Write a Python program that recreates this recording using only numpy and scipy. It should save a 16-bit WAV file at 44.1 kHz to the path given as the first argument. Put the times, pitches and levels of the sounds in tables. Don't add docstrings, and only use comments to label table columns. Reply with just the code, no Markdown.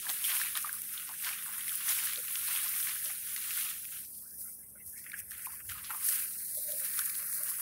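import sys
import numpy as np
from scipy import signal
from scipy.fft import rfft, irfft
from scipy.io import wavfile
from scipy.ndimage import uniform_filter1d

SR = 44100
rng = np.random.default_rng(int(sys.argv[2]) if len(sys.argv) > 2 else 0)


def natural_amplitude(level_db):
    exponent = np.asarray(level_db, float) / 20
    return 10 ** exponent


def dump(signal):
    limited = np.clip(np.atleast_2d(signal).T, -1, 1)
    pcm = np.round(limited * 32767).astype(np.int16)
    wavfile.write(sys.argv[1], SR, pcm)


N = 335590

# freq_hz, density_db (per Hz)
STRAW_LOW = [(290, -45.5), (500, -21.5), (651, -15), (878, -4.5), (1170, -3), (1580, 0), (3220, 0.5),
             (4650, -2.5), (7800, -4.5), (10100, -33), (17200, -120)]
STRAW_HIGH = [(8000, -5), (9200, -3), (10200, 0.5), (11500, 1), (12100, -0.5), (14000, -2), (15700, -2)]

# start_s, level_db, lowest_reach_hz
WADING = [(0.0, -35.5, 5160.0), (0.75, -34.5, 5400), (1.35, -41, 5070.0), (1.75, -30, 5310.0),
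          (1.9, -41, 6020.0), (2.53, -28, 5190.0), (3.32, -36.5, 5330.0), (3.33, -32.5, 6800),
          (4.2, -42.5, 4500), (4.36, -42, 5030), (4.52, -48, 5260), (5.35, -43, 5200), (5.54, -37.5, 4400),
          (5.62, -42, 5000), (6.54, -33.5, 4060), (6.55, -31.5, 3800), (7.39, -32.5, 4300),
          (7.61, -31, 4940)]
# peak_s, peak_db, rise_ms (per 10 dB), fall_ms (per 10 dB)
SWISHES = [(0.101, -28.5, 49, 98.0), (0.271, -25.5, 56, 51), (0.359, -25, 74, 139), (0.571, -32, 22.0, 67),
           (0.944, -35, 40, 133), (1.26, -30, 105, 140), (1.433, -36, 51.0, 221), (1.901, -23, 62, 163),
           (2.038, -30, 8, 129), (2.135, -33, 27.0, 26.0), (2.351, -32, 63, 106), (2.813, -27.5, 86, 107),
           (3.063, -31, 60, 45), (3.276, -34, 58.0, 87.0), (3.607, -28, 190, 101), (3.981, -37, 219, 81),
           (4.211, -41.5, 77, 32), (4.407, -35.5, 42.0, 171), (4.866, -40, 21, 247), (5.206, -32.5, 46, 3),
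           (5.298, -43, -2, 209), (5.442, -49, 29.0, 111.0), (5.462, -31, 28.0, 4), (5.698, -33.5, 34, 68),
           (5.911, -34, 17, 80), (6.074, -25, 49, 90), (6.158, -25.5, 118, 13), (6.19, -30, 30, 150),
           (6.993, -28, 81, 70), (7.341, -28, 31, 51), (7.507, -27.5, 69, 12)]
# peak_s, peak_db
FLICKS = [(0.1155, -36), (0.2512, -24), (0.6183, -32), (0.658, -36), (0.7505, -34), (0.9301, -33.5),
          (1.4692, -39.5), (1.5814, -33), (1.6889, -29), (2.0558, -26), (2.5293, -28), (2.64, -30),
          (2.8475, -35), (3.0473, -30.7), (3.1192, -32), (3.3437, -31.5), (3.5739, -29), (3.6996, -31.7),
          (3.742, -41), (3.8276, -36.0), (4.179, -40.2), (4.3464, -43), (4.42, -43), (4.5439, -44),
          (4.8956, -40.8), (4.9804, -39), (4.9996, -41.2), (5.042, -44), (5.0987, -39.7), (5.3122, -36),
          (5.3394, -39.5), (5.38, -37), (5.4244, -38), (5.5292, -40), (5.5454, -40), (5.7153, -38),
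          (5.8293, -42), (5.9649, -32), (6.0517, -26.0), (6.0909, -21.5), (6.1984, -28), (6.389, -32.5),
          (6.4633, -34.5), (6.5514, -38), (6.5761, -32), (6.7185, -29.5), (6.7866, -31), (6.8023, -28),
          (6.8537, -27), (7.058, -26), (7.0991, -32), (7.1662, -30.1), (7.1814, -30), (7.2632, -33),
          (7.3538, -32)]
FLICK_RISE_MS, FLICK_FALL_MS = 11, 11
BELOW_EDGE_DB, BRUSH_TILT_DB, PAST_REACH_DB = -8, 4.5, 37

# start_s, level_db, dryness_db (tilt per octave above the knee)
TREAD = [(0.0, -40, -0.9), (0.69, -43, -4), (0.85, -45.5, -2), (1.56, -38.5, -5), (1.91, -36.5, 0),
         (2.21, -43, -2), (2.52, -32.5, -2.5), (3.2, -43, -1.5), (3.61, -34.5, -0.5), (4.03, -60.5, -2),
         (4.44, -53.5, -5), (5.0, -62, -6), (5.61, -43, -10), (5.71, -86, -4.5), (6.08, -41, -4.0),
         (6.55, -52, -11), (6.87, -40, -6.5), (7.3, -39, -16.5)]
# peak_s, peak_db, rise_ms (per 10 dB), fall_ms (per 10 dB)
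CRUNCHES = [(0.094, -35, 21, 129), (0.296, -31, 50, 283.0), (0.411, -33.6, 147.0, 108.0),
            (0.563, -29, 9, 25), (0.958, -39.5, 40, 92.5), (1.248, -31.5, 15, 167), (1.269, -32, 28, 47),
            (1.885, -30.5, 11, 106.0), (1.988, -34.5, 63, 180.0), (2.072, -38.0, 24, 188.0),
            (2.897, -33, 59.0, 24), (3.376, -42, 17.0, 5), (3.699, -39, 24, 46), (3.951, -44, 281, 179.0),
            (5.044, -48, 201, 81), (5.124, -48, 35, 290.0), (5.196, -40, 22, 14), (5.312, -42, -1, 25),
            (5.333, -40, 14, 330.0), (5.69, -36.5, -11, 146), (5.842, -40, -5, 160), (6.167, -35, 167, 87),
            (6.791, -44, 4.0, 299.0), (6.981, -37, -1, 105.0), (6.999, -30, 6, 15)]
KNEE_HZ, LOW_KNEE_HZ, LOW_TILT_DB = 1850, 1300, -3
STEEP_FROM_DB, STEEP_KNEE_HZ, EXTRA_STEEPNESS = -4, 2930, 3.2
# peak_s, peak_db, centre_hz, fall_ms (per 10 dB)
BUNCHES = [(0.059, -27.5, 740, 140.0), (0.244, -29.5, 2750, 130), (0.641, -27.5, 910, 160),
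           (0.895, -36.5, 1130, 184.0), (1.097, -29.5, 840, 57), (1.407, -34, 1060, 144),
           (1.478, -27, 770, 78), (1.806, -29, 1000, 63.0), (3.1, -32.5, 990, 78), (5.063, -36.5, 1770, 54),
           (5.141, -31, 1770, 49), (5.469, -28.5, 810, 135), (5.75, -32.5, 990, 127), (5.902, -22, 890, 83),
           (5.908, -29.5, 1800, 26), (7.473, -32, 890, 82), (7.47, -46.5, 3000, 300),
           (4.976, -46, 6200, 90), (5.31, -48.5, 4600, 150), (6.4, -47, 1800, 400), (2.66, -32, 1050, 60),
           (0.33, -31, 890, 60), (4.43, -54.5, 3700, 60), (2.55, -32, 2700, 72), (5.852, -38.5, 5000, 31)]
BUNCH_RISE_MS, BUNCH_SKIRT_DB = 7.5, 20

# start_s, peak_db, ring_hz, crack_db
SNAPS = [(0.067, -26, 1710, -57), (0.093, -11, 4030, -39), (0.242, -18, 3040, -38),
         (0.415, -20.5, 1735, -39), (0.553, -32, 1254, -42), (0.574, -27, 1750, -38),
         (0.645, -26.5, 1205, -55), (0.693, -25, 1590, -53), (0.978, -17.5, 3480, -46),
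         (1.091, -38.5, 1090, -45.5), (1.246, -26, 2080, -37.5), (1.332, -25, 2400, -60),
         (2.071, -28, 1700, -39), (2.095, -21, 3260, -42), (2.134, -28, 2270, -41),
         (2.159, -17.5, 3700, -40), (2.282, -26, 2840, -40), (2.356, -19.5, 2680, -36),
         (3.058, -23, 3140, -39.5), (3.363, -27, 2110, -36.5), (3.507, -18, 2630, -39),
         (5.065, -31, 1960, -62), (5.118, -27, 2260, -60), (5.14, -25, 1680, -62),
         (5.469, -35.5, 1004, -52), (5.697, -32, 1800, -41.5), (5.905, -29.5, 1350, -48),
         (6.72, -24, 3800, -45), (6.991, -26.5, 1450, -30.5), (7.097, -29, 2320, -40)]
# start_s, peak_db, ring_hz
TWIGS = [(0.892, -36, 2180), (1.139, -35, 1630), (1.681, -26, 2100), (1.831, -35, 2740), (1.853, -39, 2490),
         (1.882, -25, 1890), (2.029, -28, 2820), (2.801, -34, 1610), (2.884, -29, 1790), (3.1, -32, 2040),
         (3.423, -33, 2300), (3.634, -26, 2970), (3.689, -28, 2500), (5.042, -38, 2080), (5.317, -35, 1760),
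         (5.719, -33, 1400), (5.846, -29, 3780), (5.945, -36.5, 1200), (6.086, -29.5, 1760),
         (6.2, -37, 1660), (6.798, -36, 1870), (6.937, -33, 3500), (7.153, -28, 4300), (7.477, -38, 1710)]
# start_s, peak_db, ring_hz
CRACKLES = [(0.1, -28, 6120), (0.2477, -24, 3140), (0.318, -29, 4010), (0.4365, -28, 2370),
            (0.6266, -30, 6460), (0.7377, -41, 1380), (1.0207, -39, 2940), (1.1998, -39, 2580),
            (1.2704, -28.5, 1560), (1.2907, -29.5, 2200), (1.4615, -36, 1520), (1.5822, -39, 1350),
            (1.6104, -35, 3230), (1.6937, -26.5, 3320), (1.7205, -33.5, 1500), (1.891, -19.5, 6200),
            (1.989, -29, 2260), (2.175, -32, 4180), (2.479, -29.5, 4090), (2.5886, -33, 2150),
            (2.681, -27.5, 5340), (2.7373, -31, 2200), (2.828, -29, 3400), (2.8707, -31, 1980),
            (2.8935, -31, 2150), (2.9625, -36.5, 1590), (3.0254, -38.5, 1670), (3.1202, -42, 2540),
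            (3.369, -38, 1890), (3.5759, -31.5, 1490), (3.667, -32, 2580), (3.6988, -34, 6460),
            (3.7034, -34, 3400), (3.8528, -35.5, 2500), (3.9722, -42, 3270), (4.05, -40, 5680),
            (4.2236, -48, 5000), (4.2488, -48, 5470), (4.309, -41, 5430), (4.3302, -50, 5900),
            (4.5452, -52, 5900), (4.8086, -54, 2020), (4.9796, -45, 2150), (5.0987, -42, 1980),
            (5.1338, -35.5, 1590), (5.1443, -44, 1680), (5.1902, -41, 6460), (5.2, -41, 2430),
            (5.3087, -43, 6290), (5.4219, -41, 5990), (5.4595, -34.5, 2400), (5.7834, -40, 2630),
            (5.8534, -36, 5250), (5.9096, -37, 1420), (6.126, -32, 4910), (6.3349, -39, 5990),
            (6.6414, -45, 4350), (7.0158, -36, 1720), (7.1455, -36, 4220), (7.3727, -37, 6460)]
# start_s, peak_db, ring_hz
THIN_SNAPS = [
    (0.5542, -24.5, 3600),
    (0.5755, -27, 3300),
    (5.1185, -39, 4050),
    (6.088, -23, 6030),
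    (7.152, -33, 4630),
    (2.804, -26, 5590),
    (3.0595, -32, 5500),
]
TWIG_CRACK_DB, CRACKLE_CRACK_DB = -15.5, -20
CRACKLE_CYCLES, CRACKLE_GAIN_DB = 1.3, -1.5
# start_s, peak_db
TIPS = [(0.1015, -18), (0.569, -17.5), (0.573, -10.5), (0.662, -22), (0.729, -14), (0.735, -27),
        (0.8188, -16), (1.439, -26), (1.584, -27), (1.7546, -14), (1.7585, -17), (2.135, -17), (2.642, -21),
        (4.3834, -29), (4.4465, -30), (4.484, -28), (4.527, -34), (4.875, -28), (4.879, -30), (4.9795, -32),
        (5.0415, -33), (5.099, -29), (5.191, -19), (5.201, -27), (5.309, -24), (5.3805, -26), (5.4225, -25),
        (5.452, -24), (5.698, -25), (5.8295, -28), (6.064, -14), (6.0895, -14), (6.641, -26), (6.7215, -16),
        (6.9905, -16), (6.9935, -14), (7.1, -21), (7.4332, -13), (7.4356, -13), (7.5043, -22)]

# freq_hz, density_db (per Hz)
BACKGROUND = [(500, -99), (900, -83.5), (1500, -99.5), (3000, -100.5), (5000, -111.5), (8000, -108)]
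EDGE_HZ = 8000
FRAME = dict(fs=SR, nperseg=512, noverlap=384)

# start_s, peak_db, pitch_hz
KNOCKS = [
    (0.1, -53, 274),
    (2.182, -40.5, 512),
    (6.099, -53.5, 570),
    (7.069, -54, 174),
    (7.38, -59, 167),
]
# start_s, length_s, mouth_start_hz, mouth_end_hz, level_db
PANTS = [(4.22, 0.081, 1116, 1800, -70), (4.27, 0.12, 1556, 1800, -72.5), (4.43, 0.073, 1420, 1450, -69),
         (4.44, 0.097, 1980, 2240, -72), (4.58, 0.046, 1630, 1700, -71.5), (4.61, 0.071, 2050, 2100, -73.5),
         (4.75, 0.037, 1405, 1500, -63.5), (4.75, 0.1, 2120, 1970, -66.5), (4.79, 0.03, 2600, 2750, -73),
         (4.92, 0.12, 1580, 2140, -64), (4.95, 0.065, 2070, 2430, -63)]
# pitch_hz, level_db
FIRING_ORDERS = [(68, -77.5), (102, -83.5), (136, -82.5), (170, -91), (204, -75), (272, -85.5)]
# freq_hz, density_db (per Hz)
RUMBLE = [(30, -44), (48, -36), (62, -1), (150, -3.5), (300, -9), (500, -11.5), (900, -18.5), (1500, -24.5),
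          (3000, -34), (8000, -27)]
RUMBLE_DB = -66.5
# peak_s, peak_db, rise_ms (per 10 dB), fall_ms (per 10 dB)
LEAKS = [
    (3.07, -61.5, 15, 29),
    (4.406, -66, 12, 21),
    (4.756, -60.5, 9, 16),
    (6.58, -53, 14, 29),
    (6.71, -49.5, 32, 56),
    (6.82, -55, 20, 22),
    (7.192, -52, 6, 25),
    (7.348, -67, 18, 25),
    (7.405, -55, 13, 30),
    (7.47, -67.5, 17, 22),
]
# pitch_hz, level_db
LEAK_ORDERS = [(535, -1.7), (603, 1)]
# start_s, length_s, start_hz, end_hz, level_db
WHINE = [
    (.88, 0.31, 1485, 1462, -62),
    (2.08, 0.53, 1415, 1370, -63),
]
# peak_s, peak_db, rise_ms (per 10 dB), fall_ms (per 10 dB)
GUSTS = [
    (4.634, -80, 50, 170),
    (4.888, -59.5, 49, 27),
    (5.228, -58, 21, 112),
    (5.78, -56.5, 203, 74),
]


def rustle():
    clumps = giving_way(70)
    hz, times, coarse = signal.stft(grains(1200, 3.0, 1.8 * clumps, hiss=1.0), **FRAME)
    fine = signal.stft(grains(12000, 1.95, 0.5 * clumps, hiss=0.64), **FRAME)[2]
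    fine_share = np.clip((hz[:, None] - 3500) / 4500, 0, 1)
    source = np.sqrt(1 - fine_share) * coarse + np.sqrt(fine_share) * fine

    shape_db = np.where(hz < EDGE_HZ, at_hz(STRAW_LOW, hz), at_hz(STRAW_HIGH, hz))
    octave = np.log2(hz[:, None] + 1)
    below = hz[:, None] < EDGE_HZ
    power = brushing(octave, below, times) + crushing(octave, times) * below

    patch_db = 1.18 * mottle(source.shape, bins=9, frames=7)
    speckled = (hz > EDGE_HZ) & (hz < 12000)
    patch_db += 2.8 * mottle(source.shape, bins=1, frames=6) * speckled[:, None]
    gain = np.sqrt(power) * natural_amplitude(shape_db[:, None] + patch_db - 1.0)
    return signal.istft(source * gain, **FRAME)[1][:N]


def brushing(octave, below, times):
    level_db, reach_hz = in_time(WADING, times)
    flicks = [(s, db, FLICK_RISE_MS, FLICK_FALL_MS) for s, db in FLICKS]
    power = natural_amplitude(2 * level_db) + surges(SWISHES + flicks, times).sum(axis=0)
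    reach_db = BELOW_EDGE_DB + BRUSH_TILT_DB * (octave - np.log2(EDGE_HZ))
    reach_db = reach_db + PAST_REACH_DB * np.minimum(octave - np.log2(reach_hz), 0)
    return power * natural_amplitude(2 * reach_db * below)


def crushing(octave, times):
    level_db, dryness = in_time(TREAD, times)
    tilt_db = dryness * np.maximum(octave - np.log2(KNEE_HZ), 0)
    tilt_db += LOW_TILT_DB * np.minimum(octave - np.log2(LOW_KNEE_HZ), 0)
    excess_db = np.clip(dryness - STEEP_FROM_DB, -5, 0)
    tilt_db += EXTRA_STEEPNESS * excess_db * np.maximum(octave - np.log2(STEEP_KNEE_HZ), 0)
    power = (natural_amplitude(2 * level_db) + surges(CRUNCHES, times).sum(axis=0)) * natural_amplitude(2 * tilt_db)

    centres = np.log2([row[2] for row in BUNCHES])
    skirts = natural_amplitude(-2 * BUNCH_SKIRT_DB * (octave - centres) ** 2)
    folds = [(s, db, BUNCH_RISE_MS, fall) for s, db, _, fall in BUNCHES]
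    return power + skirts @ surges(folds, times)


def grains(per_s, spread_db, swell_db, hiss):
    sizes = natural_amplitude(spread_db * np.minimum(rng.exponential(1, N), 4.5)) * rng.choice([-1, 1], N)
    born = rng.random(N) < per_s / SR
    return rms_one(natural_amplitude(swell_db) * (rms_one(sizes * born) + hiss * rng.standard_normal(N)))


def giving_way(per_s):
    gives = (rng.random(N) < per_s / SR) * rng.exponential(1, N)
    relax_s = 0.0082
    return np.minimum(signal.lfilter([1], [1, -np.exp(-1 / (relax_s * SR))], gives), 2.2)


def surges(rows, times):
    s, peak_db, rise_ms, fall_ms = np.transpose(rows)[:, :, None]
    since_ms = (times - s) * 1000
    rising = -since_ms / np.maximum(rise_ms, 2)
    falling = since_ms / np.maximum(fall_ms, 2)
    return natural_amplitude(2 * (peak_db - 10 * np.where(since_ms < 0, rising, falling)))


def mottle(shape, bins, frames):
    field = uniform_filter1d(rng.standard_normal(shape), size=bins, axis=0)
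    for _ in range(2):
        field = uniform_filter1d(field, size=frames, axis=1)
    return rms_one(field)


def snaps():
    rings, cracks = np.zeros(N), np.zeros(N)
    t = np.arange(900) / SR
    stalks = SNAPS + [(s, db, hz, db + TWIG_CRACK_DB) for s, db, hz in TWIGS]
    stalks = stalks + [(s, -120, hz, db + CRACKLE_CRACK_DB) for s, db, hz in CRACKLES]
    for s, peak_db, hz, crack_db in stalks:
        over, phase = rng.random(2)
        overtone_hz = hz * (1.21 + 0.5 * over)
        wave = np.sin(2 * np.pi * hz * t) + 0.16 * np.sin(2 * np.pi * (overtone_hz * t + phase))
        decay_cycles = np.clip(5500 / hz, 1.5, 5)
        swell = (1 - np.exp(-t / 0.00077)) * np.exp(-t * hz / decay_cycles)
        burst = natural_amplitude(peak_db + 1.5) * wave * swell
        crack = natural_amplitude(crack_db + 4.5) * np.exp(-t / 0.0017)
        start = round(s * SR)
        rings[start:start + 900] += burst[:N - start]
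        cracks[start:start + 900] += crack[:N - start]
    crack_spectrum = [(600, -28), (1200, 0.5), (3500, 8.5), (8000, 5.0), (12000, -23.5)]
    return rings + cracks * coloured(rng.standard_normal(N), crack_spectrum)


def crackles():
    out, t = np.zeros(N + 900), np.arange(900) / SR
    for s, peak_db, hz in CRACKLES + THIN_SNAPS:
        age = t * hz / CRACKLE_CYCLES
        envelope = age * np.exp(1 - age)
        start = round(s * SR)
        out[start:start + 900] += natural_amplitude(peak_db + CRACKLE_GAIN_DB) * envelope * np.sin(2 * np.pi * hz * t)
    return out[:N]


def straw_tips():
    clicks = np.zeros(N)
    clicks[[round(s * SR) for s, db in TIPS]] = natural_amplitude(np.array(TIPS)[:, 1] - 9.5)
    return ring(clicks, 9400, 0.005) - ring(clicks, 11300, 0.0045) + ring(clicks, 13600, 0.004)


def ring(clicks, hz, t60):
    r, w = natural_amplitude(-60 / (t60 * SR)), 2 * np.pi * hz / SR
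    return signal.lfilter([0, np.sin(w)], [1, -2 * r * np.cos(w), r * r], clicks + 1e-18)


def suppressor(x):
    hz, times, spec = signal.stft(x, **FRAME)
    power = uniform_filter1d(uniform_filter1d(abs(spec) ** 2, size=3, axis=0), size=7, axis=1)
    per_hz = power * 2 * FRAME["nperseg"] / (1.5 * SR)
    background = natural_amplitude(2 * at_hz(BACKGROUND, hz))[:, None]
    gain = np.clip(1 - background / (per_hz + 1e-20), natural_amplitude(-8), 1) ** 2
    return signal.istft(spec * np.where(hz[:, None] < EDGE_HZ, gain, 1), **FRAME)[1][:N]


def handling():
    rows = [(s - 0.01, 0.045, hz, hz, db) for s, db, hz in KNOCKS]
    return swept_noise(rows, width_hz=87, fall=2.95)


def panting():
    return swept_noise(PANTS, width_hz=190) * natural_amplitude(2.7 * drift(60)[0] + 1)


def engine():
    turns = np.cumsum(1 + 0.00563 * drift(1.9)[0]) / SR
    low = high = 0
    for (hz, db), waver in zip(FIRING_ORDERS, natural_amplitude(1.05 * drift(2.6, count=9))):
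        low = low + natural_amplitude(db + 4.5) * waver * np.sin(2 * np.pi * hz * turns)
    for (hz, db), waver in zip(LEAK_ORDERS, drift(22.5, count=2) + 0.96):
        high = high + natural_amplitude(db) * waver * np.sin(2 * np.pi * hz * turns)
    leak = np.sqrt(surges(LEAKS, np.arange(N) / SR).sum(axis=0))
    rumble = natural_amplitude(RUMBLE_DB - 2) * coloured(rng.standard_normal(N), RUMBLE)
    return low + leak * rms_one(high) + rumble


def whine():
    return swept_noise(WHINE, width_hz=35)


def wind():
    level = np.sqrt(surges(GUSTS, np.arange(N) / SR).sum(axis=0))
    puffs = coloured(rng.standard_normal(N), [(30, -57), (55, -14), (80, -8.5), (130, -18), (300, -44)])
    return level * natural_amplitude(-1.5 + 2.5 * drift(11)[0]) * puffs


def swept_noise(rows, width_hz, fall=0.0):
    out = np.zeros(N)
    lowpass = signal.butter(2, width_hz / 2, fs=SR, output="sos")
    for s, length_s, hz_from, hz_to, level_db in rows:
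        n, start = int(length_s * SR), int(s * SR)
        wobble = signal.sosfilt(lowpass, rng.standard_normal((2, 24000)))[:, -n:]
        turn = 2 * np.pi * np.cumsum(np.linspace(hz_from, hz_to, n)) / SR
        puff = rms_one(wobble[0] * np.sin(turn) + wobble[1] * np.cos(turn))
        envelope = np.sqrt(np.hanning(n)) * np.exp(-fall * np.arange(n) / n)
        out[start:start + n] += natural_amplitude(level_db) * puff * envelope
    return out


def drift(rate, count=1):
    r = np.exp(-64 * np.pi * rate / SR)
    noise = rng.standard_normal((count, N // 32 + 2002))
    slow = signal.lfilter([1], [1, -2 * r, r * r], noise)[:, 2000:]
    return np.repeat(rms_one(slow), 32, axis=1)[:, :N]


def coloured(x, spectrum):
    hz = np.arange(N // 2 + 1) * SR / N
    return rms_one(irfft(rfft(x) * natural_amplitude(at_hz(spectrum, hz)), N))


def at_hz(points, hz):
    freq_hz, level_db = np.array(points).T
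    return np.interp(np.log(hz + 1), np.log(freq_hz), level_db)


def in_time(rows, times):
    s, *columns = np.transpose(rows)
    return [np.interp(times, s, c) for c in columns]


def rms_one(x):
    return x / np.sqrt(np.mean(x ** 2) + 1e-20)


def scene():
    straw = suppressor(rustle() + snaps() + crackles() + straw_tips())
    mono = straw + handling() + panting() + engine() + whine() + wind()
    return np.array([mono, mono])


def roll_off(x):
    return signal.sosfilt(signal.butter(12, 17040, fs=SR, output="sos"), x)


def record(dry):
    hz = np.arange(N // 2 + 1) * SR / N
    mix = irfft(rfft(dry) * (hz < 15750), N)
    return roll_off(mix)


dry = scene()
out = record(dry)
dump(out)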